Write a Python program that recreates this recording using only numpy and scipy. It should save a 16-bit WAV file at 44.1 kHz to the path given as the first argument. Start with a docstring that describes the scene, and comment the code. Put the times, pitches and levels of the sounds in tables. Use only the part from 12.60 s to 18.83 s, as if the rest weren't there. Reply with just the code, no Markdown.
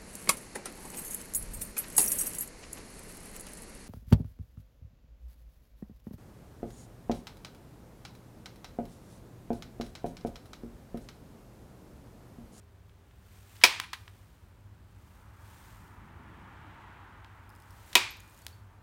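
"""A low rumble and hum come first, with faint rustling; then an antler billet strikes obsidian, twice in all.
The open workshop stands near a road. Each blow is a noise burst plus ringing modes of stone and padded thigh.
Stone and tools knock in short damped bursts; glassy chips tick and ping as brief hiss and high sines.
Sleeves are hiss that follows the arms; a far car is coloured noise swelling and fading with distance."""
import sys
import numpy as np
from scipy import signal
from scipy.fft import rfft, irfft, next_fast_len
from scipy.io import wavfile

SR = 44100
rng = np.random.default_rng(int(sys.argv[2]) if len(sys.argv) > 2 else 0)


def master_out(mix):
    """Clip the mix to full scale and print it as 16-bit PCM to the path in sys.argv[1]."""
    frames = np.transpose(np.atleast_2d(mix))
    ceiling = np.clip(frames, -1, 1)
    pcm = np.round(ceiling * 32767).astype(np.int16)
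    wavfile.write(sys.argv[1], SR, pcm)


N = 274698
TIME = np.arange(N) / SR  # s through the scene
AGE = np.arange(int(.7 * SR)) / SR  # s since a contact began

# Billet on the edge, held on the thigh. Each row: start in seconds, crack level in dB, snap pitch in Hz,
# snap level in dB, ring level in dB, ring tilt in dB per octave, thud level in dB, room level in dB.
BLOWS = [(1.0376, -8.5, 5007, -11, -13, -1.66, -36, -23.5),
         (5.3534, -10.5, 7550, -21, -15, 1, -31.5, -24.5)]
# Colour of the cracking edge. Each row: frequency in Hz, relative level in dB.
CRACK_COLOUR = [(200, -34), (400, -29), (900, -12.5), (1500, -13.5), (2400, 4), (3800, -2), (6000, -7),
                (8000, -12), (9600, -7), (11500, -15.5), (14000, -11), (16000, -18)]
# Stone and billet ringing together. Each row: frequency in Hz, relative level in dB, t60 in seconds.
STONE_MODES = [(491.8, -13, 0.12), (741, -6, .05), (985, -0.5, 0.036), (1364, -7, 0.026),
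               (1910, -10, 0.051), (1877, -9.5, 0.08), (2310, -1, .038), (2376, 3.5, 0.061),
               (2429, -27, 0.74), (2514, 1.5, 0.066), (2670, -9, 0.027), (3100, -5, 0.014),
               (3285, -3, 0.039), (3702, -6, 0.016), (3794, -5.5, 0.12), (4550, -11.5, .035),
               (4860, -13, .035), (8100, -16, 0.04), (10086, -17, .04)]
# The padded thigh under the stone. Each row: frequency in Hz, relative level in dB, t60 in seconds.
THIGH_MODES = [(230.6, -9, 0.14), (362, -1.5, 0.17), (363, 2.5, .06)]
# Colour of a blow's reverberation. Each row: frequency in Hz, relative level in dB.
BLOW_ROOM_COLOUR = [(150, -30), (370, -14.5), (550, -11), (980, -1), (1400, -8), (2050, -3), (2400, 2),
                    (2800, -5.5), (3400, -5), (4700, -7.5), (7000, -14.5), (9500, -18), (11500, -24),
                    (15000, -25.5)]


def blows():
    """The edge crushes and snaps for a few milliseconds, the stone rings, the thigh takes the push."""
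    out = np.zeros(N)
    for s, crack_db, snap_hz, snap_db, ring_db, tilt_db, thud_db, room_db in BLOWS:
        # a sharp fracture, followed by the crumbling of the edge
        fracture = dying(t60=.004, hold=.001)
        crumbling = from_db(-10) * dying(t60=.045, hold=.004)
        crack = from_db(crack_db) * burst(lambda hz: from_db(at_hz(CRACK_COLOUR, hz)), fracture + crumbling)

        snap_envelope = dying(t60=0.028, hold=0.00081)
        snap = from_db(snap_db) * burst(lambda hz: 1 / (1 + ((hz - snap_hz) / 1300) ** 2), snap_envelope)

        # a full blow wakes the low modes, a glancing one the high modes
        stone = ring(STONE_MODES, lambda hz: from_db(ring_db + tilt_db * np.log2(hz / 2400)),
                     scatter_db=1.3, rise_cycles=0.89)
        thud = ring(THIGH_MODES, lambda hz: from_db(thud_db), scatter_db=2.0, rise_cycles=1.3)

        direct = crack + snap + stone + thud
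        room = from_db(room_db) * diffuse(BLOW_ROOM_COLOUR, build_s=0.003)
        add(out, s, early_echoes(direct, trim_db=-0.5) + room)
    return out


def burst(gain_at, envelope):
    """A short contact noise with an even spectrum, carrying the energy of its nominal envelope."""
    hz = np.arange(len(AGE) // 2 + 1) * SR / len(AGE) + 1e-3
    # random phases of a short noise keep the burst compact; the magnitudes are set exactly
    phase = np.angle(rfft(rng.standard_normal(len(AGE)) * envelope))
    even = irfft(gain_at(hz) * np.exp(1j * phase), len(AGE))
    sound = even * envelope ** (1 / 4)
    return rms_one(sound) * np.sqrt(np.mean(envelope ** 2))


def ring(modes, gain_at, scatter_db, rise_cycles):
    """Decaying modes, weighted by the colour of the contact; low ones take longer to swell."""
    out = np.zeros(len(AGE))
    for (hz, db, t60), chance in zip(modes, rng.standard_normal(len(modes))):
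        gain = gain_at(hz) * from_db(db + scatter_db * chance)
        swell = 1 - np.exp(-(hz * AGE / rise_cycles) ** 2)
        out += gain * np.sin(2 * np.pi * hz * AGE) * dying(t60) * swell
    return out


# Light touches of stone and tools. Each row: start in seconds, level in dB, pitch in Hz, t60 in seconds.
KNOCKS = [(0.295, -61.5, 2940, .012), (0.51, -60.5, 1860, 0.023), (0.966, -54, 4740, 0.021),
          (1.014, -44, 2580, .18), (1.049, -17, 2660, 0.016), (1.1996, -23.5, 2120, 0.0096),
          (1.236, -43.5, 1900, 0.1), (1.3318, -31.5, 2270, 0.057), (1.4787, -44.5, 1905, 0.019),
          (4.6457, -50, 2700, 0.01), (5.33, -40.5, 3800, 0.033), (5.866, -33, 5140, 0.0058)]
REBOUND_S, REBOUND_DB = 0.016, -18  # delay, level relative to the first touch


def knocks():
    """Stone and tools touch, part and touch once more, much softer."""
    out = np.zeros(N)
    for s, db, pitch_hz, t60 in KNOCKS:
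        add(out, s, knock(db, pitch_hz, t60))
        add(out, s + REBOUND_S, knock(db + REBOUND_DB, pitch_hz, t60))
    return out


# Colour of a touch. Each row: frequency in Hz, relative level in dB.
KNOCK_COLOUR = [(200, 0), (360, 6.5), (600, -12), (1000, 9), (1400, -1.5), (1850, 6.5), (2400, -2),
                (3200, 1.5), (4500, -2.5), (7000, -7.5), (14000, -6)]
# Hand-held tools when knocked. Each row: frequency in Hz, relative level in dB, t60 in seconds before damping.
TOOL_MODES = [(1053, -8, 0.052), (1829, -10, 0.074), (3090, -5, 0.058), (4450, -13.5, .03),
              (5694, -16, .03)]
# bandwidth in octaves of a knock at the typical level, and its growth per dB
KNOCK_OCTAVES, KNOCK_TYPICAL_DB, KNOCK_OCTAVES_PER_DB = 1.9, -41.5, 0.08


def knock(db, pitch_hz, t60):
    """One hand-damped contact, a click and a short ring: the harder it is, the wider its band."""
    octaves = KNOCK_OCTAVES + KNOCK_OCTAVES_PER_DB * (db - KNOCK_TYPICAL_DB)
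    spread = 2 ** (octaves / 2)

    def band(hz):
        """Gain of the contact, falling away below and above its pitch."""
        below = 1 + (pitch_hz / spread / hz) ** 4
        above = 1 + (hz / pitch_hz / spread) ** 4
        return (below * above) ** -.5

    click = burst(lambda hz: band(hz) * from_db(at_hz(KNOCK_COLOUR, hz)), dying(t60, hold=0.00099))
    tools = ring(TOOL_MODES, lambda hz: band(hz) ** 2, scatter_db=1.5, rise_cycles=0.78)
    damped = from_db(-5.0) * tools * dying(2.6 * t60)
    return from_db(db) * (click + damped)


# Glass slivers snapping and landing. Each row: start in seconds, tick level in dB, ring pitch in Hz,
# ring level in dB, ring t60 in seconds.
CHIPS = [(1.198, -38, 10900, -58, .3), (1.334, -50, 10900, -65, .25), (4.893, -55, 5150, -58, .015),
         (5.107, -52.5, 5400, -56, .015), (5.5072, -50, 12550, -43, .04), (5.6032, -46, 6500, -48, .008),
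         (5.57, -51, 12460, -62, .03), (5.698, -60, 8100, -60, .062), (5.82, -52, 4480, -63, .12),
         (5.927, -65, 4460, -58.5, .15)]


def chips():
    """The larger slivers, one by one."""
    out = np.zeros(N)
    for s, tick_db, ring_hz, ring_db, t60 in CHIPS:
        add(out, s, sliver(tick_db, ring_hz, ring_db, t60))
    return out


# Fine grit ticking under the stone as the grip shifts. Each row: start in seconds, end in seconds,
# typical tick level in dB, ring pitch in Hz.
GRIT = [(4.9, 5.04, -55.5, 5050), (5.56, 5.86, -56.5, 6800)]
GRIT_PER_S, GRIT_SCATTER_DB = 36, 2
GRIT_RING_DB, GRIT_T60_S = -3, .012  # ring level relative to its tick, decay


def grit():
    """The smallest slivers tick at uneven intervals, each with a strength of its own."""
    out = np.zeros(N)
    for start, end, db, hz in GRIT:
        # 16 candidates, more than any spell holds; those after the end are silent
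        for k, (late, strength) in enumerate(zip(rng.random(16), rng.standard_normal(16))):
            s = start + (k + late) / GRIT_PER_S
            tick_db = db + GRIT_SCATTER_DB * strength
            add(out, s, (s < end) * sliver(tick_db, hz, tick_db + GRIT_RING_DB, GRIT_T60_S))
    return out


def sliver(tick_db, ring_hz, ring_db, t60):
    """A sliver of glass gives a thin tick of noise and one high decaying ring."""
    hiss = resonant(centre_hz=10470, width_hz=5500, size=len(AGE))
    tick = from_db(tick_db) * hiss * dying(t60=0.0092)
    return tick + from_db(ring_db) * np.sin(2 * np.pi * ring_hz * AGE) * dying(t60)


# First reflections, from the floor half a metre below and from near walls.
# Each row: delay in seconds, level in dB before the trim.
ECHOES = [(.00303, -5.5), (0.0154, -12.5), (0.0244, -17.5), (0.035, -23.5)]


def early_echoes(x, trim_db):
    """Hard surfaces nearby repeat each sound a moment later."""
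    out = x.copy()
    for s, db in ECHOES:
        delayed = np.r_[np.zeros(round(s * SR)), x][:len(x)]
        out += from_db(db + trim_db) * delayed
    return out


# Colour of the walls' answer to small sounds. Each row: frequency in Hz, relative level in dB.
WALLS_COLOUR = [(150, -10), (400, -5), (1000, -2), (2400, -6.5), (4500, -4.5), (8000, -3), (14000, 0.5)]


def workshop(x):
    """The room's answer to a small sound: convolution with a diffuse tail of unit energy."""
    tail = diffuse(WALLS_COLOUR, build_s=0.0058)
    unit_energy = tail / np.sqrt(np.sum(tail ** 2))
    return signal.fftconvolve(x, unit_energy)[:len(x)]


# Reverberation of the workshop. Each row: frequency in Hz, t60 in seconds.
ROOM_T60 = [(200, 0.85), (530, 0.28), (1400, 0.42), (3700, .45), (9700, 0.34), (15000, .25)]


def diffuse(spectrum, build_s):
    """Reflections from all round the workshop build up quickly, then each band dies at its own rate."""
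    field = rfft(coloured(spectrum, len(AGE)))
    hz = np.arange(len(field)) * SR / len(AGE)
    centres, t60s = np.transpose(ROOM_T60)
    tail = np.zeros(len(AGE))
    # overlapping bands whose shares add up to one at every frequency
    for share, t60 in zip(np.eye(len(centres)), t60s):
        band_gain = at_hz(np.c_[centres, share], hz)
        tail += irfft(field * band_gain, len(AGE)) * dying(t60)
    return tail * (1 - np.exp(-(AGE / build_s) ** 2))


# Arm movements that brush the sleeves. Each row: time of greatest speed in seconds, level there in dB,
# speeding-up time in seconds, slowing-down time in seconds.
MOVES = [(.76, -66.5, .14, 0.1), (1.42, -67, 0.14, 0.42), (2.52, -69.5, 0.24, 0.22), (2.98, -61, 0.2, 0.32),
         (5.75, -63.5, .18, .22)]
# Colour of cloth on cloth. Each row: frequency in Hz, relative level in dB.
SLEEVE_COLOUR = [(200, -9), (600, 0.5), (1500, 1), (3000, -0.5), (5000, -5), (9000, -3.5), (10500, -7.5),
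                 (13000, -5), (16000, -7)]
# the swing swells steadily up to each blow; at rest the cloth barely stirs
SWING_DB, SWING_RISE_DB_PER_S, SWING_STOP_DB_PER_S, REST_DB = -57, 38.5, 149, -76.5


def sleeves(grain_db):
    """Fleece brushing on cloth: a soft hiss that follows the speed of the arms, grainy as the fibres catch."""
    power = from_db(REST_DB) ** 2
    for s, db, rise_s, fall_s in MOVES:
        width_s = np.where(TIME < s, rise_s, fall_s)
        move = from_db(db) * np.exp(-((TIME - s) / width_s) ** 2)
        power = power + move ** 2
    for s, *_ in BLOWS:
        slope = np.where(TIME < s, SWING_RISE_DB_PER_S, SWING_STOP_DB_PER_S)
        power = power + from_db(SWING_DB - slope * abs(TIME - s)) ** 2
    catching = resonant(centre_hz=29.99, width_hz=90, size=N)
    return np.sqrt(power) * from_db(grain_db * catching) * coloured(SLEEVE_COLOUR, N)


# Colour of the tyres. 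Each row: frequency in Hz, relative level in dB.
TYRE_COLOUR = [(180, -29), (300, -4), (466, -14.5), (757, -6), (897, 1), (1050, -2), (1320, -2.5),
               (1650, -5), (3180, -19), (5320, -36.5), (9000, -40), (11700, -71), (19800, -120)]
# Colour of the engine. Each row: frequency in Hz, relative level in dB.
ENGINE_COLOUR = [(30, -12), (65, 6), (130, 2.5), (230, 0), (350, -5), (600, -26), (1500, -45)]
# steady speed on a straight road; the engine is loudest just before the car draws level
CAR_NEAREST_S, CAR_M_PER_S, ROAD_M, TYRE_DB = 4.12, 14, 8.2, -54
ENGINE_LEAD_S, ENGINE_SWELL_S, ENGINE_DB = 0.47, .3, -54
# the car is screened until it comes into the open
CAR_EMERGES_S, EMERGING_S, SCREEN_DB = 2.54, 0.057, -6
# the tyres are brightest at the nearest point and dull with distance
TYRE_TREBLE_HZ, TYRE_TREBLE_DB, TREBLE_DISTANCE_POWER = 2630, 1.5, .9


def car():
    """Tyres and engine swell and fade with distance; the screen holds back the tyre hiss but not the engine."""
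    near = passing(CAR_NEAREST_S, ROAD_M / CAR_M_PER_S)
    hidden = (1 - np.tanh((TIME - CAR_EMERGES_S) / EMERGING_S)) / 2  # 1 behind the screen, 0 in the open
    hiss = coloured(TYRE_COLOUR, N)
    dull = signal.sosfiltfilt(signal.butter(2, TYRE_TREBLE_HZ, fs=SR, output="sos"), hiss)
    treble = from_db(TYRE_TREBLE_DB) * near ** TREBLE_DISTANCE_POWER * (hiss - dull)
    tyres = from_db(TYRE_DB + SCREEN_DB * hidden) * near * (dull + treble)
    engine_near = passing(CAR_NEAREST_S - ENGINE_LEAD_S, ENGINE_SWELL_S)
    engine = from_db(ENGINE_DB) * engine_near * coloured(ENGINE_COLOUR, N)
    return tyres + engine


def passing(nearest_s, swell_s):
    """Gain of a source going by in a straight line: one over its distance, 1 at the nearest point."""
    return 1 / np.hypot(1, (TIME - nearest_s) / swell_s)


WHINE_HZ, WHINE_SAG_HZ_PER_S, WHINE_DB, WHINE_FADE_DB_PER_S = 403, 6, -70, 6.5  # pitch and level at the start


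def whine():
    """A faint far tone, one sine that sags in pitch and dies away."""
    hz = WHINE_HZ - WHINE_SAG_HZ_PER_S * TIME
    level = from_db(WHINE_DB - WHINE_FADE_DB_PER_S * TIME)
    return level * np.sin(2 * np.pi * np.cumsum(hz) / SR)


HUM_HZ, HUM_WIDTH_HZ, HUM_DB = 99, 7, -58.5


def hum():
    """A wavering hum: noise gathered in a narrow band."""
    return from_db(HUM_DB) * resonant(HUM_HZ, HUM_WIDTH_HZ, N)


# Colour of the rumble. Each row: frequency in Hz, relative level in dB.
RUMBLE_COLOUR = [(20, -38.5), (31, -21), (43, -6.5), (65, -3.5), (100, -6.5), (130, -15.5), (190, -16.5),
                 (280, -24.5), (400, -25.5), (550, -27.5), (950, -30.5), (2500, -38.5), (9000, -52.5),
                 (16000, -52)]
RUMBLE_DB = -57


def rumble():
    """Steady noise, weighted to the bass."""
    return from_db(RUMBLE_DB) * coloured(RUMBLE_COLOUR, N)


def from_db(db):
    """Decibels to gain."""
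    return 10 ** (np.asarray(db) / 20)


def rms_one(x):
    """Scale to unit rms."""
    return x / np.sqrt(np.mean(x ** 2) + 1e-20)


def at_hz(points, hz):
    """Read a table on a log-frequency axis."""
    f, value = np.transpose(points)
    return np.interp(np.log(np.maximum(hz, 1)), np.log(f), value)


def noise(gain_at, size):
    """Unit-rms noise whose colour is a function of frequency."""
    padded = next_fast_len(size)
    hz = np.arange(padded // 2 + 1) * SR / padded + 1e-3
    spectrum = rfft(rng.standard_normal(padded)) * gain_at(hz)
    return rms_one(irfft(spectrum, padded)[:size])


def coloured(spectrum, size):
    """Unit-rms noise with a tabled spectrum."""
    return noise(lambda hz: from_db(at_hz(spectrum, hz)), size)


def resonant(centre_hz, width_hz, size):
    """Unit-rms noise gathered round one resonance."""
    return noise(lambda hz: 1 / (1 + ((hz - centre_hz) / width_hz) ** 2), size)


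def dying(t60, hold=0):
    """An envelope that holds and then dies exponentially, by 60 dB in t60 seconds."""
    return np.exp(-np.log(1000) * np.maximum(AGE - hold, 0) / max(t60, 1e-3))


def add(track, s, sound):
    """Mix a sound in from time s."""
    start = np.clip(round(s * SR), 0, N)
    track[start:start + len(sound)] += sound[:N - start]


ROOM_TAP_DB = -12  # the room's answer to small sounds


def scene():
    """Close work in the room, over the sounds from outside."""
    strikes = blows()
    outdoors = car() + hum() + whine() + rumble()
    background = sleeves(grain_db=1.3) + outdoors
    small = knocks() + chips() + grit()
    small = early_echoes(small, trim_db=-8.0) + from_db(ROOM_TAP_DB) * workshop(small)
    return (strikes + small + background)[None]


CUTOFF_HZ = 15800


def record(dry):
    """At the microphone's output the loudest peaks are rounded and the top of the treble is cut."""
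    top = .86  # level that the rounded peaks approach, full scale being 1
    rounded = dry / (1 + (dry / top) ** 4) ** (1 / 4)
    return signal.sosfilt(signal.ellip(10, .1, 80, CUTOFF_HZ, fs=SR, output="sos"), rounded)


dry = scene()
out = record(dry)
master_out(out)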